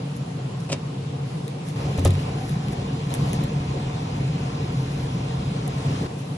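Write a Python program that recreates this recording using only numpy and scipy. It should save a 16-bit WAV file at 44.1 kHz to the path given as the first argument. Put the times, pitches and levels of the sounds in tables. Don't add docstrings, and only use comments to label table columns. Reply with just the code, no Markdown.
import sys
import numpy as np
from scipy import signal
from scipy.fft import rfft, irfft, next_fast_len
from scipy.io import wavfile
from scipy.ndimage import uniform_filter1d

SR = 44100
rng = np.random.default_rng(int(sys.argv[2]) if len(sys.argv) > 2 else 0)


def attenuation_scalar(level_db):
    decades = np.asarray(level_db, float) / 20
    return 10 ** decades


def to_wav(s):
    ch = np.atleast_2d(s).T
    pcm = np.round(np.clip(ch, -1, 1) * 32767)
    wavfile.write(sys.argv[1], SR, pcm.astype(np.int16))


N = 280917
T = np.arange(N) / SR

# (from time [s], rumble level [dB], hiss level [dB], share of near roar [0-1])
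POSITIONS = [
    (0, -30, -50.5, 0),
    (1.755, -27, -45, 0.98),
    (2.3, -29, -46.5, 0.97),
    (3.105, -28.5, -44, 1),
    (3.455, -28, -46, 1),
    (5.775, -27, -43.5, 1),
    (6.073, -31, -50, 0.02),
]
# (frequency [Hz], density [dB per Hz])
FAR_AIR = [(20, -91), (60, -77.5), (100, -69.5), (200, -65), (600, -69), (1100, -74), (1750, -81.5),
           (2700, -78.5), (4500, -83.5), (6500, -89), (10000, -88.5), (11500, -100), (16000, -125)]
# (frequency [Hz], density [dB per Hz])
NEAR_AIR = [(20, -94.5), (45, -65.5), (90, -64), (200, -62.5), (600, -68), (1100, -70), (1600, -79),
            (2500, -75.5), (4600, -81), (6500, -86.5), (10000, -88), (11500, -99), (16000, -125)]
# (frequency [Hz], likeness [0-1])
FAR_ALIKE = [(150, 1), (280, 0.92), (400, 0.63), (550, 0.7), (900, 0.05), (2000, 0), (2600, 0.04),
             (3800, 0.03), (4800, 0), (8000, 0.29), (11000, 0.7)]
# (frequency [Hz], likeness [0-1])
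NEAR_ALIKE = [(150, 1), (280, 0.99), (400, 0.76), (550, 0.55), (800, 0.24), (1200, 0.53), (2100, 0.2),
              (2600, 0.36), (3800, 0), (4700, 0.65), (7000, 0.46), (9300, 0.69), (11000, 1)]
# (frequency [Hz], width [Hz], lift [dB])
ROOM = [(138.9, 16.5, 26.5), (170, 11, 16.5), (250, 8.7, 5), (278, 10.5, 9.5), (357, 8.3, -1.5),
        (459.1, 24, 8.5), (554, 52, 1), (731, 55, 6.5), (915, 31, 1), (1045, 43, 2.5)]
# (time [s], level [dB])
SURGES = [(.36, 1), (1.18, 3), (1.564, -3.5), (2.558, 7), (3.03, 3.5), (3.23, 7), (3.374, 6), (3.57, 3.5),
          (4.29, 8), (4.8, 4.5), (5.23, 3.5), (5.52, 2.5), (5.9, 4.5), (6.0, -5), (6.24, -0.5)]
# (time [s], peak [dB], time to fall 10 dB [s], negative = swell reversed in time)
GRIPS = [(.166, -66, 0.5), (.602, -51.5, .01), (.636, -58, .02), (1.314, -62.5, 0.34), (1.676, -52.5, 0.07),
         (1.79, -58, 0.2), (1.978, -46, 0.0046), (2.051, -44, .006), (2.075, -40, -0.0158), (2.2, -57, .08),
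         (2.5, -53.5, -0.18), (2.624, -62, 0.3), (2.73, -50, -0.02), (3.09, -60.5, 0.4), (3.16, -53, -0.03),
         (3.3, -54, -0.07), (3.345, -48, .02), (3.44, -61, 0.1), (4.83, -62, 0.8), (4.924, -61, 0.55),
         (5.81, -75, 0.11), (6.19, -56.5, 0.06), (6.345, -62, -1.1)]
# (frequency [Hz], density [dB per Hz])
FILM = [(500, -17), (2000, 2.5), (3000, -16), (5000, -3), (8000, -4), (10500, -1.5), (13000, -22.5),
        (16000, -36)]
# (time [s], peak [dB], body [dB], edge [dB])
SNAPS = [(0.1659, -27, -11.5, -33), (.1734, -36, -7, -39), (0.6502, -38.5, 1, -50), (1.4797, -25, -1, -24),
         (1.6864, -28.5, -1, -31), (1.9806, -34, -3.5, -16), (1.9936, -21, -7, -22), (2.049, -17, 0, -28),
         (2.0504, -10, -9.5, -26), (2.059, -31, -8, -14), (2.0674, -28, 2, -27), (2.0768, -24, -9, -20),
         (2.1061, -23.5, -1, -24), (2.1374, -31.5, -9.5, -50), (2.1524, -35.5, 7, -46),
         (2.192, -37.5, 9.5, -28), (2.4938, -25, -8, -42), (2.684, -28, -1, -50), (2.7318, -29, -1, -50),
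         (3.105, -38, 8, -43), (3.1398, -15, -10, -28), (3.149, -20, -7, -45),
         (3.3314, -15.5, -12.5, -30.5), (3.4374, -27, -8, -10), (4.8304, -37.5, -1, -50),
         (4.9276, -43.5, -1.5, -50), (5.678, -22.5, -14, -16)]
# (frequency [Hz], width [Hz], level [dB])
CREASE = [
    [(6960, 4950, -1), (10900, 3400, 0.5)],
    [(2787, 2400, 3)],
    [(13800, 5500, 1)],
]
# (time [s], shear [dB], bench sound relative to shear [dB])
SNIP = [(.68, -71, 16), (.695, -41, 3), (.703, -40, -3.5), (.71, -50, 6), (.719, -32, -7), (.73, -25.5, -5),
        (.74, -43, 4), (.752, -53, 4), (.78, -78, 0.5)]
# (frequency [Hz], width [Hz], level [dB])
BLADES = [(527, 210, 6.5), (2560, 440, 5), (4770, 1900, -1), (7900, 2900, -3.5)]
# (time [s], peak [dB])
CLOSE = [
    (0.7222, -34),
    (0.7296, -14.5),
    (0.737, -25),
]
# (time [s], peak [dB], deep ring [dB], brightness [dB per octave])
THUDS = [
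    (.7, -21, -21.5, 2),
    (.72, -12, -32, -2.5),
    (0.732, -24, -19.5, 0.5),
    (1.802, -35, -6.5, 7),
    (1.851, -22, 3.5, 2),
    (1.983, -12, 4, 0),
    (2.053, -7.5, 7, 2.5),
    (2.07, -13, -24, -3.5),
    (2.095, -26, 15, 2),
]
# (frequency [Hz], level [dB], t60 [s])
BENCH = [(138.4, -2, 0.53), (274, -2.5, 0.088), (366, -7.5, 0.15), (477, 5.5, 0.024), (553, 3, 0.029),
         (624, -5.5, 0.044), (818, -10.5, 0.053), (1034, -12, 0.031), (1246, -13, 0.035)]
# (frequency [Hz], t60 [s])
LEGS = (92, 0.34)
# (time [s], level [dB])
SLEEVE = [(2.258, -45.5), (2.33, -46), (2.43, -33), (2.53, -42), (2.64, -37), (2.75, -44)]
# (frequency [Hz], lead of the left port [rad])
LEAD = [(430, 0), (700, 3.3), (1250, 3.9), (1750, 6.4), (2400, 9.4), (2900, 9), (3700, 13), (4500, 15.7),
        (5500, 18.4), (8500, 21.8), (9700, 22.1), (11300, 25), (16000, 28)]
# (frequency [Hz], level [dB])
AUDIBLE = [(7500, -110), (8300, -83.5), (9300, -82.5), (10300, -87), (11200, -86), (13000, -90),
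           (16000, -82)]

CHANGE_S, SURGE_S = 0.01, 0.036
GRIP_RISE, SING_RISE = 0.37, 0.84
SNAP_T60, SNAP_SPREAD_DB = 0.0045, 0.4
SING_S = 0.054
SCUFF_DB, SCUFF_T60, SCUFF_HZ = -21.5, 0.057, 2940


def blower():
    start, *cols = np.transpose(POSITIONS)
    place = np.searchsorted(start[1:], T)
    rumble_db, hiss_db, near = [uniform_filter1d(c[place], size=round(CHANGE_S * SR)) for c in cols]
    for s, db in SURGES:
        rumble_db = rumble_db + db * np.exp(-0.5 * ((T - s) / SURGE_S) ** 2)
    near = np.clip(near, 0, 1)
    far_roar = air(FAR_AIR, FAR_ALIKE, patchy_db=1.0)
    near_roar = air(NEAR_AIR, NEAR_ALIKE, patchy_db=1.13)
    out = 0
    for share, roar in ((1 - near, far_roar), (near, near_roar)):
        rumble = filtered(roar, lambda f: 1 / (1 + ((f * f - 142 ** 2) / (85 * f + 1)) ** 4))
        hiss = roar - rumble
        power = uniform_filter1d(np.mean(rumble ** 2, 0), size=SR // 6)
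        steady = rumble / np.sqrt(abs(power) + 1e-20)
        upper = filtered(roar, lambda f: (f > 1500) & (f < 7000))
        out = out + share * (attenuation_scalar(rumble_db) * steady + attenuation_scalar(hiss_db + 3) * hiss / np.std(upper))
    return out


def air(spectrum, alike, patchy_db):
    z = signal.stft(rng.standard_normal((2, N)), nperseg=512)[2]
    field = rng.standard_normal(z.shape[1:])
    field = uniform_filter1d(uniform_filter1d(field, 6, 0), 10, 1)
    pair = signal.istft(z * attenuation_scalar(patchy_db * unit(field)), nperseg=512)[1][:, :N]

    def response(f):
        lift = np.sqrt(1 + sum(attenuation_scalar(2 * db) / (1 + (2 * (f - c) / w) ** 2) for c, w, db in ROOM))
        turn = np.arccos(np.clip(along(alike, f), 0, 1)) / 2
        return attenuation_scalar(along(spectrum, f)) * lift * [np.cos(turn), np.sin(turn)]

    mid, side = filtered(pair, response)
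    return np.array([mid + side, mid - side])


def log():
    out, grit = np.zeros(N + SR), np.zeros(N + SR)
    t = np.arange(SR // 2) / SR
    for s, db, deep_db, bright_db in THUDS:
        ring = 0
        for hz, level, t60 in BENCH:
            ring_db = level + bright_db * np.log2(hz / 135) - 60 * t / t60
            ring = ring + attenuation_scalar(ring_db) * np.sin(2 * np.pi * hz * t)
        rock = attenuation_scalar(deep_db - 60 * t / LEGS[1]) * np.sin(2 * np.pi * LEGS[0] * t)
        out[round(s * SR):][:len(t)] += attenuation_scalar(db - 6.5) * (ring + rock) * (1 - np.exp(-t / 0.0029))
        scuff_db = db + 1.73 * bright_db + SCUFF_DB - 60 * t / SCUFF_T60
        grit[round(s * SR):][:len(t)] += attenuation_scalar(scuff_db) * (1 - np.exp(-t / 0.0027))
    edge = resonant([(SCUFF_HZ, 4000, 0)])
    crush = filtered(rng.standard_normal(N), lambda f: edge(f) / (1 + (f / 8000) ** 6))
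    return out[:N] + grit[:N] * unit(crush)


def scissors():
    shear_db, bench_db = curves(SNIP, left=-120, right=-120)
    shear = attenuation_scalar(shear_db) * unit(filtered(grains(per_second=2400, spread_db=2.5), resonant(BLADES[1:])))
    bench = attenuation_scalar(shear_db + bench_db) * unit(filtered(rng.standard_normal(N), resonant(BLADES[:1])))
    blows = np.zeros(N)
    for s, db in CLOSE:
        blows[round(s * SR)] = attenuation_scalar(db + 19.5)
    meeting = filtered(blows, resonant(BLADES))
    return filtered(shear + bench + meeting, lambda f: 1 / (1 + (f / 10500) ** 10))


def snaps():
    out = np.zeros((3, 2, N + SR))
    t = np.arange(2000) / SR
    for s, db, body_db, edge_db in SNAPS:
        after = attenuation_scalar(-60 * t / SNAP_T60) * (1 - np.exp(-t / 0.00033)) * rng.choice([-1, 1], len(t))
        slip = attenuation_scalar(2) * (np.arange(len(t)) == 30)
        balance = attenuation_scalar(SNAP_SPREAD_DB * rng.standard_normal() * np.array([[1], [-1]]))
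        crack = attenuation_scalar(db) * (slip + after) * balance
        i = round(s * SR)
        out[:, :, i:i + len(t)] += [crack, attenuation_scalar(body_db) * crack, attenuation_scalar(edge_db) * crack]
    parts = [filtered(x[:, :N], lambda f: resonant(modes)(f) ** 2) for x, modes in zip(out, CREASE)]
    return attenuation_scalar(8.5) * sum(parts)


def rustle():
    buckles = filtered(grains(per_second=6100, spread_db=7.0), lambda f: attenuation_scalar(along(FILM, f)))
    return attenuation_scalar(peaks(GRIPS, GRIP_RISE) + 7) * unit(buckles)


def grains(per_second, spread_db):
    hit = rng.random(N) < per_second / SR
    size = attenuation_scalar(spread_db * np.minimum(rng.exponential(size=N), 2))
    spikes = hit * size * rng.choice([-1, 1], N)
    return spikes * attenuation_scalar(2 * rng.standard_normal((2, N)))


def sleeve():
    db = peaks([(s, db, SING_S) for s, db in SLEEVE], SING_RISE)
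    column = resonant([(759, 57, 0)])
    return attenuation_scalar(db - 3) * unit(filtered(rng.standard_normal(N), lambda f: column(f) ** 2))


def walls(x):
    hz, t, z = signal.stft(rng.standard_normal((2, SR // 3)), SR, nperseg=256)
    t60 = along([(300, 0.17), (3000, 0.1), (12000, 0.0242)], hz)[:, None]
    tail = signal.istft(z * attenuation_scalar(-60 * t / t60), SR, nperseg=256)[1]
    late = np.pad(x, (150, 0))[None]
    return signal.fftconvolve(late, tail / np.linalg.norm(tail[0]), axes=1)[:, :N]


def thinned(x):
    pair = np.pad([x[0] + x[1], x[0] - x[1]], ((0, 0), (445, 0))) / 2
    long = kept(pair, 2048, lift_db=0, masking=0.5)
    clicks = kept(pair - long, 256, lift_db=5, masking=0)
    mid, side = (long + clicks)[:, 445:]
    return np.array([mid + side, mid - side])


def kept(pair, size, lift_db, masking):
    hz, _, z = signal.stft(pair, SR, window="cosine", nperseg=size)
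    power = np.abs(z) ** 2 * size / 2048
    band = uniform_filter1d(power, size=size // 80, axis=1)
    loud = np.mean(power[:, (hz > 1000) & (hz < 7000)], axis=(0, 1))
    floor = attenuation_scalar(2 * (along(AUDIBLE, hz) + lift_db))[:, None]
    keep = band > floor * (loud / np.median(loud)) ** masking
    return signal.istft(z * keep, SR, window="cosine", nperseg=size)[1][:, :pair.shape[1]]


def unit(x):
    return x / np.sqrt(np.mean(x ** 2) + 1e-20)


def along(points, hz):
    f, v = np.transpose(points)
    return np.interp(np.log(hz + 1), np.log(f + 1), v)


def curves(rows, **ends):
    s, *cols = np.transpose(rows)
    return [np.interp(T, s, c, **ends) for c in cols]


def peaks(rows, rise):
    swells = [db - 10 * np.maximum((T - s) / fall, (s - T) / (rise * fall)) for s, db, fall in rows]
    return np.max(swells, axis=0)


def filtered(x, response):
    m = next_fast_len(N + SR // 4)
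    return irfft(rfft(x, m) * response(np.fft.rfftfreq(m, 1 / SR)), m)[..., :N]


def resonant(modes):
    def response(f):
        total = 0
        for k, (c, w, db) in enumerate(modes):
            total = total + (-1) ** k * attenuation_scalar(db) * 1j * f * w / (c * c - f * f + 1j * f * w)
        return total
    return response


def scene():
    film, cut, bench = rustle() + snaps(), scissors(), log()

    def ports(f):
        return np.exp(0.5j * np.outer([1, -1], along(LEAD, f)))

    def aside(f):
        return np.exp(1j * np.pi * np.outer([1, -1], f) * 8e-5)

    close = (film + cut).mean(0) + bench
    high = filtered(close, lambda f: 1 / (1 + (300 / (f + 1)) ** 4))
    direct = filtered(blower() + film, ports) + filtered(cut, aside) + bench + sleeve()
    return direct + attenuation_scalar(-9.5) * walls(high)


def top_cut(x):
    return signal.sosfilt(signal.butter(12, 15720, fs=SR, output="sos"), x)


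def record(dry):
    heard = thinned(dry * attenuation_scalar([[0.2], [-0.2]]))
    return top_cut(heard)


dry = scene()
out = record(dry)
to_wav(out)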